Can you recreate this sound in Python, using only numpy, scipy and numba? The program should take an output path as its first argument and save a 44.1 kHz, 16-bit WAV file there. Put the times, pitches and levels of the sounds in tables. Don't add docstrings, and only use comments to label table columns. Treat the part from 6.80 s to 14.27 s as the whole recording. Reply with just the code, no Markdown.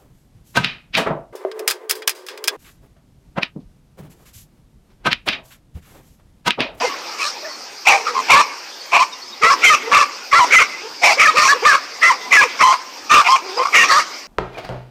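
import sys
import numpy as np
from scipy import signal
from scipy.fft import rfft, irfft
from scipy.io import wavfile
from scipy.ndimage import uniform_filter1d
from numba import njit

SR = 44100
rng = np.random.default_rng(int(sys.argv[2]) if len(sys.argv) > 2 else 0)


def elevation(decibels):
    levels = np.asarray(decibels, float)
    return 10 ** (levels / 20)


def master_out(mix):
    frames = np.transpose(np.atleast_2d(mix))
    ceiling = np.clip(frames, -1, 1)
    pcm = np.round(ceiling * 32767).astype(np.int16)
    wavfile.write(sys.argv[1], SR, pcm)


N = 329427


def level(x, db):
    return x * elevation(db) / np.sqrt(np.mean(x ** 2))


def effort(db):
    return db + 1.15 * np.clip(db + 13, 0, None)


@njit
def moving_resonance(x, hz, width_hz):
    y, b, l = np.empty(len(x)), 0., 0.
    for i in range(len(x)):
        g, k = np.tan(np.pi * hz[i] / SR), width_hz / hz[i]
        v = (b + g * (x[i] - l)) / (1 + g * (g + k))
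        b, l, y[i] = 2 * v - b, l + 2 * g * v, k * v
    return y


@njit
def follow(x, attack, release):
    y, e = np.empty(len(x)), 0.
    for i in range(len(x)):
        e += (abs(x[i]) - e) * (attack if abs(x[i]) > e else release)
        y[i] = e
    return y


def walk(rate_hz):
    k = int(SR / rate_hz)
    steps = np.repeat(rng.standard_normal(N // k + 1), k)
    return 1.5 * uniform_filter1d(uniform_filter1d(steps, k), k)[:N]


def band(x, hz, width_hz):
    return signal.lfilter(*signal.iirpeak(min(hz, SR / 2.2), hz / width_hz, fs=SR), x)


def wash(spectrum, rate_hz, flicker_db):
    hz, db = np.transpose(spectrum)
    centres = hz[0] * 2 ** np.arange(0, np.log2(hz[-1] / hz[0]), 1 / 6)
    total = np.zeros(N)
    for f in centres:
        hiss = band(band(rng.standard_normal(N), f, f / 6), f, f / 6)
        colour_db = np.interp(np.log(f), np.log(hz), db)
        total += hiss * elevation(colour_db + flicker_db * walk(rate_hz))
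    return level(total, 0)


LEAD_S, BURST_S, SNAP_S = 0.0085, 0.0063, 0.0041
LEAD_DB, SNAP_DB, RELEASE_DB = -5, -6, -15.5
RASP_DB = (-9, -16, -17, -11, -7.5, -6)


def gesture(bark, low_glide, high_glide, open_db, closed_db, rasp_db, sag_db, tail_s):
    start, length, db, low_hz, high_hz = bark
    closing = np.array([0, 0, 0, 1, 1, 1])
    times = start + np.array([-LEAD_S, 0, BURST_S, length, length + SNAP_S, length + tail_s])
    levels = db + np.array([LEAD_DB, LEAD_DB, 0, sag_db, sag_db + SNAP_DB, sag_db + RELEASE_DB])
    low = low_hz * (1 + low_glide * closing)
    high = high_hz * (1 + high_glide * (closing - .5))
    low_share = open_db + (closed_db - open_db) * closing
    return np.transpose([times, levels, low, high, low_share, rasp_db + np.array(RASP_DB)])


YAPS = [
    (-.012, 0.084, -13.5, 826, 2520),
    (1.264, 0.036, -16.5, 1220, 2180),
]
PANT = [
    (.395, 0.079, -18, 1030, 2450),
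]
FADING = [
    (1.066, 0.1, -8, 950, 2330),
]
DULL = [
    (1.357, .047, -13, 980, 2220),
    (6.772, 0.1, -14, 980, 2300),
]
STEADY = [
    (1.496, 0.12, -7, 970, 2330),
    (2.129, .103, -9, 970, 2400),
    (3.123, 0.11, -8.5, 1083, 2360),
    (4.848, 0.11, -8, 1165, 2340),
    (6.456, 0.11, -10, 990, 2460),
]
SINKING = [
    (2.629, 0.11, -8.5, 1230, 2230),
    (3.527, 0.12, -8, 1136, 2140),
    (5.803, 0.14, -8.5, 1110, 2150),
    (6.308, 0.11, -7.5, 1294, 2470),
]
SHARP = [
    (2.832, 0.12, -8, 1327, 2354),
    (3.718, 0.11, -7.5, 1397, 2220),
    (4.39, 0.11, -9, 1270, 2250),
    (5.226, .094, -8, 1235, 1975),
    (5.521, 0.12, -7.5, 1130, 2327),
    (6.938, 0.11, -8, 1245, 2330),
]
RASPY = [
    (4.231, 0.099, -8.5, 808, 2273),
    (4.566, 0.15, -9.5, 1084, 2320),
    (7.098, 0.11, -9.5, 1120, 1890),
]
# (barks, low_glide_share, high_glide_share, low_share_open_db, low_share_closed_db,
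# extra_rasp_db, sag_db, tail_s)
KINDS = [
    (SINKING, -0.16, 0.027, -3, 0, 0, -2.53, 0.022),
    (SHARP, -0.096, 0.035, -9, -2.5, 0, -2.44, 0.026),
    (STEADY, 0.033, 0, -3.5, -0.91, 0, -1.77, .024),
    (RASPY, .11, 0, -5, -2.6, 6.2, -2.8, 0.023),
    (DULL, 0.049, -0.063, -0.22, 0, -2.8, -.3, 0.0071),
    (YAPS, 0.083, -0.042, -0.5, -0.89, 3.2, -2.4, 0.028),
    (PANT, 0.087, .03, -6.5, -.5, 14, -3.5, .03),
    (FADING, -.12, -.06, -5, -1.3, 1.6, -4, 0.058),
]


def gestures():
    calls = [gesture(bark, *habit) for rows, *habit in KINDS for bark in rows]
    return sorted(calls, key=lambda call: call[0, 0])


def rasp(folds):
    total = np.zeros(N)
    for place in (.9, 1.08):
        hz = 5100 * (place + .05 * walk(14))
        narrow = moving_resonance(moving_resonance(folds, hz, 800.), hz, 1200.)
        total += narrow * elevation(3.5 * walk(30))
    return level(total, -3.5)


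def barks(t, locked):
    calls = gestures()
    s, *columns = np.concatenate(calls).T
    db, low_hz, high_hz, low_db, rasp_db = (np.interp(t, s, c) for c in columns)
    sounding = sum((t >= call[0][0] - .009) & (t <= call[-1][0]) for call in calls) > 0

    fold_hz = 620 * (1 + .1 * walk(60) + .06 * walk(400))
    beats = np.diff(np.floor(np.cumsum(fold_hz / SR)), prepend=0)
    breath = .55 * rng.standard_normal(N)
    folds = level(beats * elevation(3 * rng.standard_normal(N)), 0) + breath

    low_hz = low_hz * (1 + .03 * walk(90))
    high_hz = high_hz * (1 + .035 * walk(150))
    low = level(moving_resonance(moving_resonance(folds, low_hz, 260.), low_hz, 400.), 0)
    high = level(moving_resonance(moving_resonance(folds, high_hz, 380.), high_hz, 520.), 0)
    share = np.clip(elevation(low_db), 0, .97)
    chest = level(band(folds, 480, 133), -19)
    voice = share * low + np.sqrt(1 - share ** 2) * high + chest

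    total = elevation(effort(db)) ** 2
    chaos = np.sqrt(np.maximum(total - 1.8 * locked, .06 * total))
    hiss = level(band(band(rng.standard_normal(N), 5150, 2200), 6600, 7000), -9.5)
    air = (rasp(folds) + hiss) * elevation(rasp_db) * np.sqrt(total)
    mouth = follow(1. * sounding, 1 / (.009 * SR), 1 / (.02 * SR)) ** 2
    return (voice * chaos + air) * mouth


# (pitch_hz, level_db per Hz)
INSECTS = [(1940, -35), (3300, -21), (3700, -27), (4150, -12), (4560, 8.5), (5690, 2), (7520, -16.5),
           (8590, -14.5), (9330, -23.5), (13400, -19.5), (15000, -18)]


def insects(far_db):
    return wash(INSECTS, rate_hz=35, flicker_db=2.8) * elevation(-36.5 + 0.44 * (far_db + 37))


# (pitch_hz, level_db per Hz)
FAR = [(35, -52.5), (60, -44.5), (269, -2), (581, 0), (657, -6), (768, 1), (1030, -1), (1550, -3),
       (1750, -5), (2430, -0.5), (3050, -8.5), (3900, -4.5), (5070, -61), (8580, -120)]


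def far_dogs(far_db):
    return wash(FAR, rate_hz=22, flicker_db=3) * elevation(far_db)


def breeze():
    return level(band(rng.standard_normal(N), 73, 130) * elevation(4.2 * walk(25)), -63.5)


# (time_s, far_dogs_db)
YARD = [(0.0, -29), (1.06, -40), (1.46, -28.5), (1.85, -38.5), (2.64, -40), (2.81, -26.5), (2.97, -29.5),
        (3.53, -39), (3.7, -24.5), (3.99, -35.5), (4.24, -38.5), (4.47, -26.5), (5.12, -35.5),
        (5.76, -30.5), (6.05, -38), (6.87, -34.5), (7.01, -22), (7.47, -40)]


def yard(t):
    far_db = np.interp(t, *np.transpose(YARD))
    return far_dogs(far_db) + insects(far_db) + breeze()


# (delay_s, level_db)
ECHOES = [
    (.01, -14),
    (0.033, -24.5),
    (0.069, -29.5),
    (0.117, -29),
    (.17, -30.5),
    (0.241, -53),
]


def bushes(x):
    tail = np.zeros(int(.4 * SR))
    s = np.arange(len(tail)) / SR
    for lag, db in ECHOES:
        fade = (s > lag) * np.exp(-np.abs(s - lag) / 0.013)
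        tail += elevation(db) * fade / np.sqrt(0.023 * SR / 2)
    echo = signal.fftconvolve(x, tail * rng.standard_normal(len(tail)))[:N]
    return band(echo, 890, 6200)


WHINES = [(.03, .081, 480, 444, -20), (.629, .7, 662, 570, -33), (1.16, 1.435, 480, 448, -32.5),
          (2.612, 2.673, 439, 480, -23), (3.035, 3.133, 419, 506, -26.5), (4.019, 4.077, 401, 438, -31),
          (4.372, 4.382, 500, 563, -21), (4.54, 4.591, 480, 592, -23), (4.73, 4.776, 523, 430, -26),
          (4.824, 4.86, 417, 570, -18.5), (5.635, 5.666, 562, 500, -21.5),
          (6.624, 6.774, 357.4, 413.5, -31.5), (6.759, 6.828, 473, 493, -22.5)]
SHRIEKS = [
    (.048, .09, 1045, 1056, -26),
    (.649, .664, 914, 850, -32),
    (2.88, 2.949, 1288, 1302, -20.5),
    (3.762, 3.783, 1019, 1021, -8),
    (5.52, 5.566, 1021, 974, -10),
    (5.572, 5.609, 866, 815, -8.5),
]
YELPS = [(1.356, 1.409, 1100, 1030, -15), (6.79, 6.895, 1000, 1200, -18), (.092, .15, 1206, 1062, -29),
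         (.225, .33, 1150, 1300, -41), (5.455, 5.49, 1000, 990, -32.5), (1.099, 1.174, 792, 796, -15),
         (2.129, 2.21, 708, 691, -20), (2.201, 2.227, 1020, 1065, -11), (3.604, 3.638, 1062, 954, -10),
         (4.218, 4.301, 708.5, 706, -21), (4.637, 4.677, 1077, 1042, -12.5), (5.301, 5.318, 1092, 936, -10),
         (5.831, 5.924, 1003, 1054, -9.5), (6.487, 6.555, 990, 1066, -9.5)]
CHEST = [(.437, .478, 559, 614, -24), (1.55, 1.61, 553, 605, -10), (2.708, 2.733, 528, 583, -11.5),
         (2.903, 2.933, 634, 595, -9.5), (3.12, 3.159, 572, 579, -11), (3.16, 3.229, 616.4, 561.4, -10.5),
         (3.536, 3.55, 554, 592, -9.5), (3.735, 3.757, 623, 707, -33), (3.786, 3.818, 635, 613, -23),
         (4.481, 4.499, 623, 630, -9), (4.567, 4.634, 620, 620, -11), (4.723, 4.736, 574, 585, -8.5),
         (4.856, 4.873, 565.5, 620, -8.5), (4.929, 4.961, 555, 558, -11.5), (5.807, 5.827, 620, 578, -10.5),
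         (6.311, 6.338, 602, 640, -8.5), (6.36, 6.416, 620, 547, -14), (7.1, 7.114, 640, 620, -9.5),
         (7.11, 7.196, 542, 609.5, -11)]
CHIRPS = [
    (1.998, 2.02, 4600, 4450, -36),
    (2.48, 2.51, 5250, 5150, -38),
    (2.324, 2.341, 3780, 3740, -34.5),
    (2.42, 2.442, 4370, 4490, -34),
    (2.525, 2.543, 3760, 3770, -35),
    (.69, .76, 4450, 4400, -38),
    (6.772, 6.79, 5020, 4850, -22.5),
]
HALF_OPEN = [
    (2.638, 2.704, 640, 685, -11),
    (3.549, 3.59, 645, 698, -10),
    (6.951, 7.034, 946, 930, -10.5),
    (2.857, 2.897, 1057, 1027, -10),
]
OPEN = [
    (4.455, 4.469, 608, 562, -9),
    (4.686, 4.722, 535.4, 603, -9.5),
    (4.868, 4.928, 599, 521, -9.5),
    (5.231, 5.295, 666.5, 683.7, -10.5),
    (6.33, 6.352, 900, 928, -12.5),
]
REGISTERS = [
    (CHEST, 2.215),
    (HALF_OPEN, 2.39),
    (OPEN, 2.73),
    (SHRIEKS, 2.08),
    (YELPS, 1.03),
    (WHINES, 1.04),
    (CHIRPS, 0.91),
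]
# (start_s, end_s, roughness 0-1)
HOARSE = [(.08, .35, .8), (1.34, 1.42, .5), (6.78, 6.9, .5), (1.09, 1.18, .6), (2.12, 2.24, .7),
          (2.7, 2.75, .7), (3.1, 3.24, .8), (3.59, 3.65, .4), (4.2, 4.31, .6), (4.56, 4.75, .6),
          (4.86, 4.98, .4), (5.52, 5.56, .6), (5.8, 5.94, .65), (1.54, 1.62, .3), (6.3, 6.57, .65),
          (6.9, 7.21, .7)]


def clear_spells(t):
    out, power = np.zeros(N), np.zeros(N)
    wobble, flutter = walk(130), walk(150)
    rough = sum(r * ((t > a) & (t < b)) for a, b, r in HOARSE)
    second = np.sin(2 * np.pi * np.cumsum(170 * (1 + 0.35 * walk(40))) / SR)
    partial = np.arange(1, 9)[:, None]
    spells = [(*row, multiple * (row[2] + row[3]) / 2) for rows, multiple in REGISTERS for row in rows]
    for start, end, first_hz, last_hz, db, peak_hz in spells:
        part = slice(max(int((start - .005) * SR), 0), int((end + .005) * SR))
        s = t[part]
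        slack = 8 if peak_hz < 690 else 1 + 3 * rough[part]
        hz = np.interp(s, [start, end], [first_hz, last_hz]) * (1 + .006 * slack * wobble[part])

        near_peak = 1 / (1 + ((partial * hz - peak_hz) / 290) ** 2)
        overtones = .1 * np.exp(-partial * hz / 3500) * (partial > 1)
        weight = (near_peak + overtones) * (partial * hz < SR / 6)
        tone = np.sum(weight * np.sin(partial * 2 * np.pi * np.cumsum(hz) / SR), axis=0)
        tone *= 1 + .9 * rough[part] * second[part]
        tone *= elevation(1.3 * np.sqrt(slack) * flutter[part])

        fade = np.clip(np.minimum(s - s[0], s[-1] - s) / .007, 0, 1)
        shape = fade * elevation(effort(db))
        out[part] += level(tone, 0) * shape
        power[part] += shape ** 2 * (1 - .5 * rough[part])
    return out, power


# (first_slap_s, end_s, slaps_hz, depth_db)
THROBS = [
    (.395, .48, 85, 3),
    (1.358, 1.41, 90, 6),
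    (2.165, 2.21, 23, 4.5),
    (6.835, 6.87, 42, 7),
    (6.875, 6.895, 80, 6),
]


def throb(t):
    db = np.zeros(N)
    for start, end, hz, depth_db in THROBS:
        active = (t > start - .17 / hz) & (t < end)
        db += depth_db * (np.cos(2 * np.pi * hz * (t - start)) - .5) * active
    return elevation(uniform_filter1d(db, size=60))


def scene():
    t = np.arange(N) / SR
    clear, locked = clear_spells(t)
    dogs = (clear + barks(t, locked)) * throb(t)
    return (dogs + bushes(dogs) + yard(t))[None]


def band_limit(x):
    return signal.sosfilt(signal.butter(12, 15670, fs=SR, output="sos"), x)


def record(dry):
    ceiling, step_hz, top_hz = .7, 8900, 15000
    hot = dry[0] / ceiling + 0.005
    hot = ceiling * (hot / (1 + hot ** 4) ** .25 - .015)
    hot = hot / (1 + .5 * follow(hot, 1 / (.08 * SR), 1 / (.1 * SR)))
    hz = np.fft.rfftfreq(N, 1 / SR)
    bass = np.sqrt((hz ** 2 + 90 ** 2) / (hz ** 2 + 250 ** 2)) * hz / np.hypot(hz, 18)
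    treble = elevation((hz > step_hz) * (-6.0 + 8.4 * (hz - step_hz) / 6000)) * (hz < top_hz)
    mix = irfft(rfft(hot) * bass * treble, N)
    return band_limit(mix[None])


dry = scene()
out = record(dry)
master_out(out)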